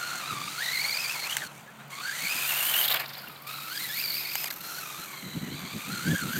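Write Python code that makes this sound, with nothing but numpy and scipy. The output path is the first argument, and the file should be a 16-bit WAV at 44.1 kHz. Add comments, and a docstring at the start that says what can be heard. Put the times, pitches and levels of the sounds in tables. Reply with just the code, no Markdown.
"""The whine and rasp of a radio-controlled toy buggy come first, rising and falling with motor speed.
It darts over paving, turns, races past and labours away through grass; gears are phase-summed tones and noise.
Slack gears chirp while it coasts, tyres scrub, the chassis hops and knocks, gears clash and grit flicks the shell.
Knocks are decaying modes, the rest of the impacts shaped noise; the ground reflects them only for drive and tyres.
Low hum and outdoor rush, tones and filtered noise, lie below; wind buffets the microphone, most near the end."""
import sys
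import numpy as np
from scipy import signal
from scipy.fft import rfft, irfft, next_fast_len
from scipy.io import wavfile
from scipy.ndimage import uniform_filter1d, map_coordinates

SR = 44100
rng = np.random.default_rng(int(sys.argv[2]) if len(sys.argv) > 2 else 0)


def transcribe(signal):
    """Save signal, clipped to [-1, 1], as a 16-bit WAV file at the path in sys.argv[1]."""
    frames = np.atleast_2d(signal).T
    limited = np.clip(frames, -1, 1)
    pcm = np.round(limited * 32767).astype(np.int16)
    wavfile.write(sys.argv[1], SR, pcm)


N = 281799

# Motor speed before slip. Each row: time in seconds, rate of tooth meshing in Hz.
TOOTH_RATE = [(0.0, 1410), (0.18, 1391), (0.24, 1200), (0.28, 1310), (0.38, 1159), (0.45, 1150),
              (0.5, 1290), (0.57, 1312), (0.65, 1984), (0.75, 2107), (0.8, 2215), (0.84, 2170), (0.9, 2365),
              (0.925, 2200), (1.01, 2520), (1.08, 2386), (1.13, 2580), (1.18, 2170), (1.24, 2208),
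              (1.31, 3120), (1.36, 3104), (1.385, 2193), (1.43, 1560), (1.47, 1440), (1.56, 1146),
              (1.69, 1217), (1.81, 1114), (1.85, 1229), (1.9, 1110), (1.99, 1120), (2.07, 1640),
              (2.1, 1520), (2.125, 1806), (2.16, 1960), (2.25, 2280), (2.38, 2570), (2.44, 2396),
              (2.49, 2969), (2.53, 2685), (2.59, 2820), (2.68, 3060), (2.76, 2990), (2.85, 3150),
              (2.92, 3820), (2.97, 3195), (3.01, 2240), (3.13, 1772), (3.4, 1100), (3.54, 1318),
              (3.68, 1276), (3.77, 1670), (3.83, 2076), (3.91, 1698), (4.01, 2600), (4.06, 2236),
              (4.11, 2168), (4.15, 2396), (4.21, 2480), (4.26, 2336), (4.43, 2600), (4.465, 2350),
              (4.48, 2030), (4.507, 2000), (4.52, 1550), (4.57, 1300), (4.66, 1390), (4.73, 1320),
              (4.78, 1447), (4.84, 1298), (4.96, 1195), (5.04, 1365), (5.07, 1148), (5.32, 1023),
              (5.39, 1076), (5.48, 969), (5.58, 1192), (5.66, 1109), (5.77, 1221), (5.86, 1215),
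              (5.94, 1421), (6.0, 1391), (6.1, 1640), (6.18, 1662), (6.26, 1293), (6.39, 1663)]
VERGE_S = 0.048  # softness in seconds of the edges of lawn and bumpy stretches


def amp(db):
    """Level law: decibels to an amplitude ratio."""
    return 10 ** (np.asarray(db) / 20)


def unit(x):
    """Normalisation of power: scale to rms 1."""
    return x / np.sqrt(np.mean(x ** 2) + 1e-20)


def along(points, hz):
    """Interpolation of (Hz, value) points on a logarithmic frequency axis."""
    f, v = np.transpose(points)
    return np.interp(np.log(hz + 1), np.log(f + 1), v)


def curves(rows):
    """Linear interpolation in time: one value per sample for each column after the time."""
    s, *cols = np.transpose(rows)
    return [np.interp(np.arange(N) / SR, s, c) for c in cols]


def gate(start, end, edge_s):
    """Smooth switching: 1 between two times and 0 outside, with soft edges."""
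    t = np.arange(N) / SR
    return .5 * (np.tanh((t - start) / edge_s) - np.tanh((t - end) / edge_s))


def wobble(rate):
    """Band-limited random modulation: a smooth curve through rate random knots a second."""
    knots = rng.standard_normal(16384)
    return map_coordinates(knots, [np.arange(N) * rate / SR], mode="wrap")


def filtered(x, response):
    """Linear filtering: multiply the spectrum of x by a response of frequency."""
    m = next_fast_len(N + SR // 2)
    return irfft(rfft(x, m) * response(np.fft.rfftfreq(m, 1 / SR)), m)[:N]


def coloured(x, spectrum):
    """Spectral shaping: x through a (Hz, dB) response, at rms 1."""
    return unit(filtered(x, lambda hz: amp(along(spectrum, hz))))


def grit(spectrum, spiky_db):
    """Superposition of dense tiny impacts: noise of uneven strength, coloured, at rms 1."""
    impacts = rng.standard_normal(N) * amp(spiky_db * wobble(1500))
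    return coloured(impacts, spectrum)


def drivetrain():
    """Gear meshing gives tones at multiples of the tooth rate, with rasp and sizzle; slip and load modulate them."""
    # Level laws: base dB at cruise and reference distance, dB per doubling of speed, dB coasting,
    # dB on grass, dB on the gear side, dB accelerating hard. Swells and offsets are added later.
    whine_law, octave_law, buzz_law = (-42.5, 7.5, -15.5, -1.5, 2, 0), (-37, 5.5, -13, -1.5, 1, -1.5), (-38, 7, -11.5, -0.5, 2.5, 3.5)
    rasp_law, sizzle_law = (-42.5, 8, -14.5, -4, 0.5, 0.5), (-41, 13, -8.5, 0.5, -5, 3.5)
    # Slow swells about the laws. Each row: time in seconds, tooth rasp in dB, motor sizzle in dB.
    noise_swells = [(0, 1, -15), (.75, -1.5, 0), (1.3, -1, -15), (1.5, 4.5, -9), (1.58, 11, -4),
                    (1.64, 4.5, -8), (1.75, 1, -7), (1.81, 6, -5), (1.86, 0, -7), (1.95, 2, -6),
                    (2.5, 1.5, -2), (2.8, -1, -1), (2.9, -10, -4), (2.96, -22, -5), (3.03, -15, -4),
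                    (3.2, -12, 3), (3.4, 0, 5), (3.55, -1.5, 6), (3.82, 3, 3), (4.12, -3.5, 5.5),
                    (4.28, -7, -1.5), (4.5, 2.5, 1.5), (4.56, 1.5, 2), (4.7, 7.5, 1), (5.1, 4.5, -3.5),
                    (5.7, -1.5, -10), (5.95, 2.5, -6), (6.39, 5, 4.5)]
    # Slow swells about the laws. Each row: time in seconds, tooth tone in dB, overtones in dB.
    tone_swells = [(0, 5.5, -4), (.22, 2, -3), (.29, 4.5, 1), (.42, 2.5, -1.5), (.58, -1.5, -8),
                   (.615, 12, 0), (.645, 1, 3), (.72, 4, -1.5), (.9, 2, 2), (1.05, 2.5, 1.5),
                   (1.15, 2.5, -3.5), (1.21, 3, -9), (1.28, -0.5, -12), (1.4, 0, -5), (1.435, 12, -6),
                   (1.47, 8, -3), (1.6, -13, -2), (1.87, -9, -14), (1.92, 1, -3.5), (1.99, 7.5, -0.5),
                   (2.04, 5, -7), (2.08, 11.5, -5), (2.13, 10, -3), (2.17, 3.5, -2), (2.35, 3, 0.5),
                   (2.55, 2, -2.5), (2.77, 2.5, -2), (2.85, 3.5, -2), (2.91, -8, -20), (2.99, -12, -22),
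                   (3.15, -0.5, -8), (3.3, 0, -12), (3.43, 9, -2), (3.49, 0.5, -3), (3.62, 4, -2),
                   (3.8, -0.5, -2), (4.0, 1, 2.5), (4.12, -3, 1), (4.3, -4.5, -4.5), (4.42, -3, -1.5),
                   (4.48, 2, 1), (4.51, 5, -3), (4.535, -17, -8), (4.565, 7, -8), (4.6, -2, -7),
                   (4.7, 5, 0), (4.88, 2, -1.5), (5.02, 3, -2.5), (5.35, -8, 1), (5.6, -2, -2.5),
                   (5.85, -8.5, -3.5), (5.95, 6, -4.5), (6.39, 3, -5)]
    # Radiation of the octave by the housing. Each row: frequency in Hz, gain in dB.
    housing = [(2000, -9), (2350, -7), (2800, -13.5), (3300, -8.5), (3750, -5.5), (4200, -2), (4800, 1),
               (5500, -5), (7000, -3)]
    # Escape of the higher overtones from the housing. Each row: frequency in Hz, gain in dB.
    overtone_path = [(2900, 0), (3450, -4), (4000, 0), (4700, 0), (5400, -10), (7500, -13), (9300, -3),
                     (11000, -20)]
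    # Noise spectra, relative. Each row: frequency in Hz, level in dB per Hz.
    rasp_spectrum, sizzle_spectrum = [(300, -45), (800, -8), (1400, 7), (2200, -1.5), (3200, 1.5),
                                      (4400, -2.5), (5000, -1), (5600, 8), (6600, 3.5), (8200, -2),
                                      (9500, 2.5), (10500, 2.5), (12000, -3), (15500, -3.5)], [(8000, -87), (10800, 1.5), (12000, 10), (13200, 6.5),
                                                    (14500, 2), (15800, -8)]
    shudder_hz, shudder_db, shudder_slip = 46.2, 1, 0.035  # centre rate, swing of level, of speed (share)
    rock_per_s, rock_db, overtone_rock_db = 13, 1, 2.5  # body rocking: knots a second, swings in dB
    grip_slip, grip_db, load_sag = .037, 3.0, 0.01146  # speed swing (share), level swing, speed sag (share)
    bump_smear, bump_rattle_db = 2.0, 1  # extra phase scatter (ratio) and rattle over bumps
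    air_whine_share = .5  # extra drop of the tones in the air, as a share of the drop in drive level

    tooth_hz, = curves(TOOTH_RATE)
    rasp_swell_db, sizzle_swell_db = curves(noise_swells)
    whine_swell_db, overtone_swell_db = curves(tone_swells)
    whine_db, octave_db, buzz_db, rasp_db, sizzle_db = levels(
        whine_law, octave_law, buzz_law, rasp_law, sizzle_law)
    load, bumps = jostle(hz=55.2), bumpiness()
    shake = bumps * jostle(hz=shudder_hz)
    jump, grip, contact = stick_slip()
    hop_db = hops()
    # in the air the tones die away further than the rasp
    contact = contact * amp(air_whine_share * np.minimum(hop_db, 0))
    # backlash: the teeth run ahead when slack and are held back when they bite
    play = np.interp(tooth_hz, [1000, 2100, 3000], [.5, 1, .7])
    slip = shudder_slip * shake - load_sag * load + grip_slip * jump + .009 * wobble(400)
    tooth_hz = tooth_hz * (1 + play * slip)
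    phase = 2 * np.pi * np.cumsum(tooth_hz) / SR
    # a slightly eccentric 13-tooth pinion presses harder once a turn
    pinion = np.sin(phase / 13)
    # slow teeth mesh less evenly
    crawl = np.interp(tooth_hz, [1300, 2000], [1.25, 1])

    def tone(order, smear, burst_db):
        """Phase and amplitude modulation: a multiple of the tooth rate in bursts, rougher over bumps."""
        catch = np.tanh(jostle(hz=50) + .5 * load - .4 * jump)
        scatter = smear * (crawl + bump_smear * bumps) * wobble(450)
        swing_db = burst_db * catch + grip_db * grip / order + 1.1 * pinion
        return unit(np.sin(order * phase + scatter) * contact * amp(swing_db))

    low = tone(order=1, smear=.4, burst_db=3.6)
    high = tone(order=2, smear=.62, burst_db=3.8)
    whine_db = whine_db + whine_swell_db + rock_db * wobble(rock_per_s)
    octave_db = octave_db + overtone_swell_db + along(housing, 2 * tooth_hz)
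    octave_db = octave_db + overtone_rock_db * wobble(rock_per_s)
    whine = amp(whine_db) * low + amp(octave_db) * high

    # higher overtones and rattle stand out where they cross the resonances of the gear case
    chatter = unit(amp(1.13 * load + .8 * pinion + 0.37 * np.cos(phase)))
    third = tone(order=3, smear=.75, burst_db=4.5)
    fourth = tone(order=4, smear=1.2, burst_db=3)
    overtones = filtered(third + amp(-5) * fourth, lambda hz: amp(along(overtone_path, hz)))
    rattle = amp(10.5 + bump_rattle_db * bumps) * chatter * rng.standard_normal(N)
    overtone_db = rasp_db + overtone_swell_db + 7.5 + overtone_rock_db * wobble(rock_per_s)
    buzz = filtered(amp(overtone_db) * overtones + amp(buzz_db - 5.0) * rattle, gearbox)

    rasp = amp(rasp_db + rasp_swell_db + 3.5) * grit(rasp_spectrum, spiky_db=2.0)
    sizzle_db = sizzle_db + sizzle_swell_db - 4.0 + 0.88 * wobble(82)
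    sizzle = amp(sizzle_db) * grit(sizzle_spectrum, spiky_db=2.0)
    return amp(hop_db + shudder_db * shake) * (whine + buzz + chatter * (rasp + sizzle))


def levels(*laws):
    """Power laws of speed and inverse distance: dB over time, with throttle, surface, heading and surge."""
    # The course. Each row: time in seconds, distance in metres (sign ignored), side turned to the
    # microphone (towards 1 the gear side, towards -1 the motor side).
    course = [(0, 3.8, -0.041), (.5, 3.25, 1), (.72, 3.63, 0.68), (1.2, 4.38, -0.75), (1.7, 8.3, -0.55),
              (2.05, 5.9, 1), (2.35, 4.17, -0.52), (2.8, 3, -1.57), (3.15, 2.2, -0.055), (3.6, 3.77, 0.045),
              (4.1, 3.8, 0.11), (4.75, 4.34, -1.05), (5.35, 4.55, -1.05), (5.8, 2.64, -0.92),
              (6.05, 3.47, 0.59), (6.39, 3.56, 0.32)]
    # Throttle released. Each row: start in seconds, end in seconds, share released from 0 to 1.
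    coasts = [(1.475, 1.9, 0.83), (3.019, 3.467, 0.84)]
    throttle_s, grass_from_s = 0.0029, 3.032  # softness of throttle edges, reaching the lawn
    cruise_hz, reference_m = 2000, 4
    surge_per_s, surge_window_s = 8.1, 0.12  # scale of hard acceleration (doublings a second), averaging time

    tooth_hz, = curves(TOOTH_RATE)
    distance_m, side = curves(course)
    coasting = sum(share * gate(start, end, throttle_s) for start, end, share in coasts)
    grass = gate(grass_from_s, np.inf, VERGE_S)
    doublings = np.log2(tooth_hz / cruise_hz)
    acceleration = uniform_filter1d(np.gradient(doublings) * SR, int(surge_window_s * SR))
    surge = np.tanh(acceleration / surge_per_s)
    spread_db = 20 * np.log10(np.abs(distance_m) / reference_m)
    out = []
    for db, speed_db, coast_db, grass_db, side_db, surge_db in laws:
        motion_db = speed_db * doublings + coast_db * coasting + surge_db * surge
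        out.append(db + motion_db + grass_db * grass + side_db * side - spread_db)
    return out


def jostle(hz):
    """Random vibration on springs: band-shaped noise around hz, limited, at rms 1."""
    shake = filtered(rng.standard_normal(N), lambda f: f * f / (1 + (f / hz) ** 4) / (1 + f / hz))
    return unit(np.tanh(unit(shake)))


def bumpiness():
    """Forced excitation by the ground: how hard it shakes the chassis, over time."""
    # Bumpy stretches. Each row: start in seconds, end in seconds, strength from 0 to 1.
    stretches = [(1.31, 1.463, 1), (2.806, 3.256, 0.86), (4.039, 4.603, 0.45)]
    return sum(share * gate(start, end, VERGE_S) for start, end, share in stretches)


def stick_slip():
    """Stick-slip friction: spells of grip, each with its own speed and load, slackening the mesh between."""
    grip_s = .016  # typical length of a spell
    spell_glide = 1.1  # rise of speed within a spell, relative to the steps between spells
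    spells = rng.standard_normal((1200, 3))
    ends = np.cumsum(np.exp(.45 * spells[:, 0])) * grip_s
    place = np.interp(np.arange(N) / SR, ends - ends[0], np.arange(len(ends)))
    speed, load = np.tanh(spells[place.astype(int), 1:].T)
    speed = speed + spell_glide * (place % 1 - .5)
    speed, load = uniform_filter1d([speed, load], size=90, axis=1)
    contact = np.abs(np.sin(np.pi * place)) ** .7
    return unit(speed), unit(load), unit(contact)


def hops():
    """Loss and return of load: drive level in dB falls in the air and overshoots as the wheels bite."""
    # Skips. Each row: landing in seconds, time in the air in seconds, drop in drive level in dB.
    skips = [(1.075, 0.015, 1.5), (1.296, 0.018, 5), (1.365, 0.0085, 9), (1.905, 0.02, 1),
             (2.626, 0.013, 2.5), (2.738, 0.018, 3.5), (2.756, 0.011, 1.5), (2.803, 0.0063, 0),
             (2.846, 0.0045, 2), (2.877, 0.016, 7), (2.903, 0.016, 6.5), (2.941, 0.01, 6),
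             (2.956, 0.0063, 6), (2.996, 0.023, 7), (3.018, 0.007, 4), (3.059, 0.027, 1), (3.092, 0.024, 3),
             (3.132, 0.028, 2), (3.472, 0.12, 1), (4.456, 0.0077, 6), (4.471, 0.006, 6),
             (4.504, 0.018, 11.5), (4.526, 0.0097, 7), (4.562, 0.02, 6), (4.606, 0.03, 4.5),
             (4.635, 0.016, 4)]
    bite_share, bite_s, edge_s = 0.31, 0.013, 0.00067  # overshoot (share of drop), its length, edge softness
    out = 0
    for s, air_s, db in skips:
        bite = bite_share * gate(s, s + bite_s, edge_s)
        out = out + db * (bite - gate(s - air_s, s, edge_s))
    return out


def gearbox(hz):
    """Modal superposition: resonances of the plastic gear case, summed with alternating sign."""
    # Each row: resonance in Hz, width in Hz, peak gain of the mode in dB.
    modes = [(2210, 256, -2), (3070, 460, -8), (3780, 540, -5), (4210, 118, 4), (4570, 680, 1),
             (5780, 1800, -3.5), (9400, 130, -9)]
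    response = 0
    for k, (centre, width, db) in enumerate(modes):
        mode = 1j * hz * width / (centre * centre - hz * hz + 1j * hz * width)
        response = response + amp(db) * mode * (-1) ** k
    return response


def case_ring(width_hz, reach_hz):
    """Resonant excitation: a narrow ring of the gear case, strongest when a tooth overtone comes near it."""
    # Each row: time in seconds, pitch in Hz, swell about the level law in dB.
    ring_course = [(0, 4290, 2), (.18, 4290, 4), (.3, 4310, 0), (1.1, 4330, -2), (1.19, 4220, 3),
                   (1.235, 4280, 8), (1.28, 4250, 3), (1.45, 4290, 6), (2.05, 4400, 5), (2.4, 4330, -1),
                   (4.4, 4210, 5), (4.57, 4197, -7), (4.68, 4220, 7), (4.9, 4210, 0), (5.1, 4110, 9),
                   (5.3, 4005, 17.5), (5.8, 4010, -3), (6.1, 4463, -9)]
    # Level law, columns as in drivetrain().
    ring_law = (-49.5, 3, -22, -6, -4, 13)
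    tooth_hz, = curves(TOOTH_RATE)
    hz, swell_db = curves(ring_course)
    ring_db, = levels(ring_law)
    near = sum(1 / np.hypot(1, (order * tooth_hz - hz) / reach_hz) for order in range(2, 4))
    phase = 2 * np.pi * np.cumsum(hz) / SR

    def flutter():
        """Low-pass noise: a slow random envelope that broadens the ring."""
        return filtered(rng.standard_normal(N), lambda f: 1 / (1 + (f / width_hz) ** 2))

    ring = unit(flutter() * np.cos(phase) + flutter() * np.sin(phase))
    return amp(ring_db + swell_db) * near * ring


def tyres():
    """Friction noise: rubber studs scrub over the ground."""
    # Level law, columns as in drivetrain().
    scrub_law = (-48.5, 3.5, -2.5, -8, -2, -3)
    # Relative spectrum. Each row: frequency in Hz, level in dB per Hz.
    scrub_spectrum = [(60, -9), (150, -5), (300, -4), (700, 7), (1500, 2), (3000, -4.5), (8000, -23)]
    scrub_db, = levels(scrub_law)
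    scrub_db = scrub_db + 4.0 + 2.46 * wobble(70) + 1.56 * wobble(12)
    return amp(scrub_db) * grit(scrub_spectrum, spiky_db=1.5)


def ground_bounce(x):
    """Comb interference: an inverted, delayed reflection cuts notches that move over time."""
    # Each row: time in seconds, first frequency cancelled in Hz, reflected share from 0 to 1.
    bounce = [(0, 5170, 0.57), (.8, 5460, 0.52), (1.4, 5310, 0.47), (2.2, 5360, 0.67), (2.7, 5730, 0.72),
              (3.2, 5970, 0.65), (3.7, 5630, 0.52), (4.2, 5700, 0.6), (4.5, 5420, 0.45), (4.75, 5175, 0.2),
              (5.2, 5226, 0.8), (6.39, 5370, 0.66)]
    notch_hz, share = curves(bounce)
    reflection = map_coordinates(x, [np.arange(N) - SR / notch_hz])
    return x - np.clip(share, 0, 1) * reflection


def chirps():
    """Frequency modulation: slack gears catch while coasting and sing a short rough rising note."""
    # Each row: centre in seconds, pitch in Hz, standard deviation of the bell envelope in seconds,
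    # rms level at the peak in dB, phase roughness in radians.
    notes = [(1.58, 2310, .014, -53, .6), (1.687, 1700, 0.011, -48, 0.27), (1.805, 3750, 0.019, -62, 0.55),
             (1.804, 1430, 0.012, -53, 0.83), (3.026, 2253, 0.013, -42, 0.54),
             (3.19, 4740, 0.007, -42.5, 1.23), (3.243, 1460, 0.0047, -41, 0.55),
             (3.279, 2760, 0.004, -43.5, .8), (3.302, 1270, .005, -43.5, 0.46)]
    rise_per_s = 2.2  # upward glide as a share of the pitch
    out, t = np.zeros(N), np.arange(N) / SR
    scatter = wobble(830)
    for s, hz, length, db, rough in notes:
        near = np.abs(t - s) < .1
        u = t[near] - s
        phase = 2 * np.pi * hz * (u + rise_per_s * u * u / 2) + rough * scatter[near]
        envelope = np.exp(-.5 * (u / length) ** 2)
        out[near] += amp(db) * np.sqrt(2) * envelope * np.sin(phase)
    return out


def knocks():
    """Modal impact: the chassis bottoms out in a click and short plastic ring, fuller on turf than on paving."""
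    # Each row: start in seconds, peak level in dB, relative click level in dB, bass cut in Hz.
    blows = [(1.368, -9, -17.5, 1500), (4.3543, -15.5, -20, 605), (4.442, -16, -12.5, 350.4)]
    # Modes of the plastic chassis. Each row: frequency in Hz, relative level in dB, 60 dB decay in seconds.
    chassis = [(840, 3.5, 0.011), (1130, -24, 0.016), (1650, 9.5, 0.0067), (2080, -2, 0.024),
               (2980, 1, 0.015), (6380, 3, 0.0093), (7670, 5, 0.0078)]
    out, t = np.zeros(N + SR), np.arange(SR // 10) / SR
    for s, db, click_db, cut_hz in blows:
        ring = 0
        for hz, level, t60 in chassis:
            decay = amp(level + rng.normal() - 60 * t / t60)
            ring = ring + decay * np.sin(2 * np.pi * (hz * t + rng.random()))
        click = amp(click_db + 23.5 - 60 * t / 0.0092) * rng.standard_normal(len(t))
        knock = (ring + click) * (1 - np.exp(-t / .0005))
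        knock = signal.lfilter(*signal.butter(2, cut_hz, "high", fs=SR), knock)
        out[round(s * SR):][:len(t)] += amp(db) * knock / np.abs(knock).max()
    return out[:N]


def clashes():
    """Band-limited impact noise: gears clash in coarse bursts around one pitch as the wheels slam down."""
    # Each row: start in seconds, length in seconds, pitch in Hz, rms level over that length in dB.
    bursts = [(2.737, 0.0076, 2900, -28), (2.841, 0.012, 3660, -29), (2.879, 0.01, 3520, -28),
              (2.898, 0.0072, 3400, -31), (2.912, .018, 3700, -29), (2.94, 0.0052, 3500, -32),
              (2.958, .009, 3170, -34), (2.967, .007, 2800, -30), (2.996, 0.011, 1620, -38),
              (3.015, .007, 2400, -41), (3.058, .006, 4300, -39.5), (3.09, .007, 4400, -43),
              (3.133, .005, 4870, -44), (3.150, .006, 3880, -41), (3.359, 0.0072, 3500, -47),
              (4.503, 0.0076, 4270, -35.5)]
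    out, t = np.zeros(N + SR), np.arange(SR // 16) / SR
    ratio = 1.15  # band edges above and below the pitch
    for s, length, hz, db in bursts:
        teeth = rng.standard_normal(len(t)) * amp(3 * rng.standard_normal(len(t)))
        band = signal.butter(2, [hz / ratio, hz * ratio], "band", fs=SR)
        rattle = signal.lfilter(*band, teeth * (t < length))
        rms = np.sqrt(np.sum(rattle ** 2) / (length * SR))
        out[round(s * SR):][:len(t)] += amp(db) * rattle / rms
    return out[:N]


def flicks():
    """Exponential decay after impact: grit and stalks tick thin and bright off the body shell."""
    # Each row: start in seconds, initial level in dB.
    ticks = [(1.879, -53), (2.942, -19.5), (2.998, -31), (3.005, -27), (3.019, -36), (3.082, -36),
             (3.135, -42), (3.181, -37), (3.284, -40), (3.422, -42), (4.355, -23), (4.525, -33),
             (4.539, -32), (4.561, -33), (4.584, -37), (4.606, -42)]
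    # Relative spectrum of the shell. Each row: frequency in Hz, level in dB per Hz.
    shell = [(1000, -30), (4000, -21), (7000, -11), (10500, -20), (12500, 3), (14500, 2), (15800, -9)]
    fade_s = 0.0032  # time to fade to 1/e
    strength, t = np.zeros(N + SR), np.arange(SR // 20) / SR
    for s, db in ticks:
        strength[round(s * SR):][:len(t)] += amp(db) * np.exp(-t / fade_s)
    return strength[:N] * grit(shell, spiky_db=1.5)


def surroundings(x, t60):
    """Diffuse scattering: hedges and railings return a short tail, by convolution with decaying noise."""
    t = np.arange(SR // 3) / SR
    tail = rng.standard_normal(len(t)) * amp(-60 * t / t60) * (1 - np.exp(-t / 0.00083))
    return signal.fftconvolve(x, tail / np.linalg.norm(tail))[:N]


def wind():
    """Turbulent pressure: eddies thump on the microphone port, brief gusts over a light breeze."""
    # Each row: peak time in seconds, peak level in dB, standard deviation of the bell envelope in seconds.
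    gust_rows = [(0.333, -37.5, 0.008), (0.42, -48.5, 0.091), (1.453, -47, 0.012), (2.24, -45.5, 0.016),
                 (2.359, -46.5, 0.0088), (3.292, -46.5, 0.011), (5, -41, 0.0087), (5.266, -40, 0.03),
                 (5.366, -34.5, 0.018), (5.434, -30, 0.012), (5.481, -34, 0.0086), (5.534, -35.5, 0.03),
                 (5.648, -40, 0.025), (5.759, -36, 0.02), (5.925, -38, 0.044), (6, -52, 0.037),
                 (6.098, -29.5, 0.035), (6.138, -28.5, 0.0089), (6.247, -32.5, 0.023),
                 (6.296, -36.5, 0.015), (6.385, -32, 0.029)]
    # Relative spectrum. Each row: frequency in Hz, level in dB per Hz.
    buffet_spectrum = [(25, -45), (60, -20.5), (105, -10), (160, -1.5), (240, -5.5), (330, -12.5),
                       (500, -22.5), (1000, -38), (3000, -53)]
    breeze_db, breeze_swing_db = -58.5, 1
    t = np.arange(N) / SR
    gusts = sum(amp(db) * np.exp(-.5 * ((t - s) / length) ** 2) for s, db, length in gust_rows)
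    strength = np.hypot(gusts, amp(breeze_db + breeze_swing_db * wobble(14)))
    buffet = coloured(rng.standard_normal(N), buffet_spectrum)
    return strength * unit(amp(1.8 * np.tanh(wobble(45))) * buffet)


def park():
    """Superposition of distant sources: an outdoor rush of noise with wavering low hum tones."""
    # Hum tones that come and go. Each row: start in seconds, end in seconds, pitch in Hz, level in dB.
    hum_tones = [(-3, 3.9, 140, -61.5), (-2, 0.53, 290.5, -62), (-0.5, 0.31, 360.5, -61.5),
                 (3, 11, 140, -65.5), (1.5, 1.9, 215, -59.5), (3.5, 8.7, 312, -65), (2.5, 5, 260, -79),
                 (4, 5.9, 387.6, -66)]
    # Relative spectrum of the rush. Each row: frequency in Hz, level in dB per Hz.
    rush_spectrum = [(25, -24), (95, -26), (135, 13.5), (200, -1.5), (350, 1.5), (700, 4.5), (1500, 4.5),
                     (3000, -43), (5500, -47), (15000, -18)]
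    t = np.arange(N) / SR
    hum = 0
    for start, end, hz, db in hum_tones:
        waver = unit(amp(2.2 * wobble(9)) * np.sin(2 * np.pi * hz * t + .5 * wobble(7)))
        hum = hum + amp(db) * gate(start, end, edge_s=0.09) * waver
    return hum + amp(-53.5) * coloured(rng.standard_normal(N), rush_spectrum)


def scene():
    """Linear superposition: the buggy over the ground, its scattered tail, and the open air."""
    car = ground_bounce(drivetrain() + tyres())
    car = car + case_ring(width_hz=120, reach_hz=200) + chirps()
    car = car + knocks() + clashes() + flicks()
    scatter = amp(-22) * surroundings(car, t60=.25)
    return (car + scatter + park() + wind())[None]


def record(dry):
    """Band limitation: nothing at or above 15.9 kHz passes."""
    return filtered(dry[0], lambda hz: hz < 15900)[None]


dry = scene()
out = record(dry)
transcribe(out)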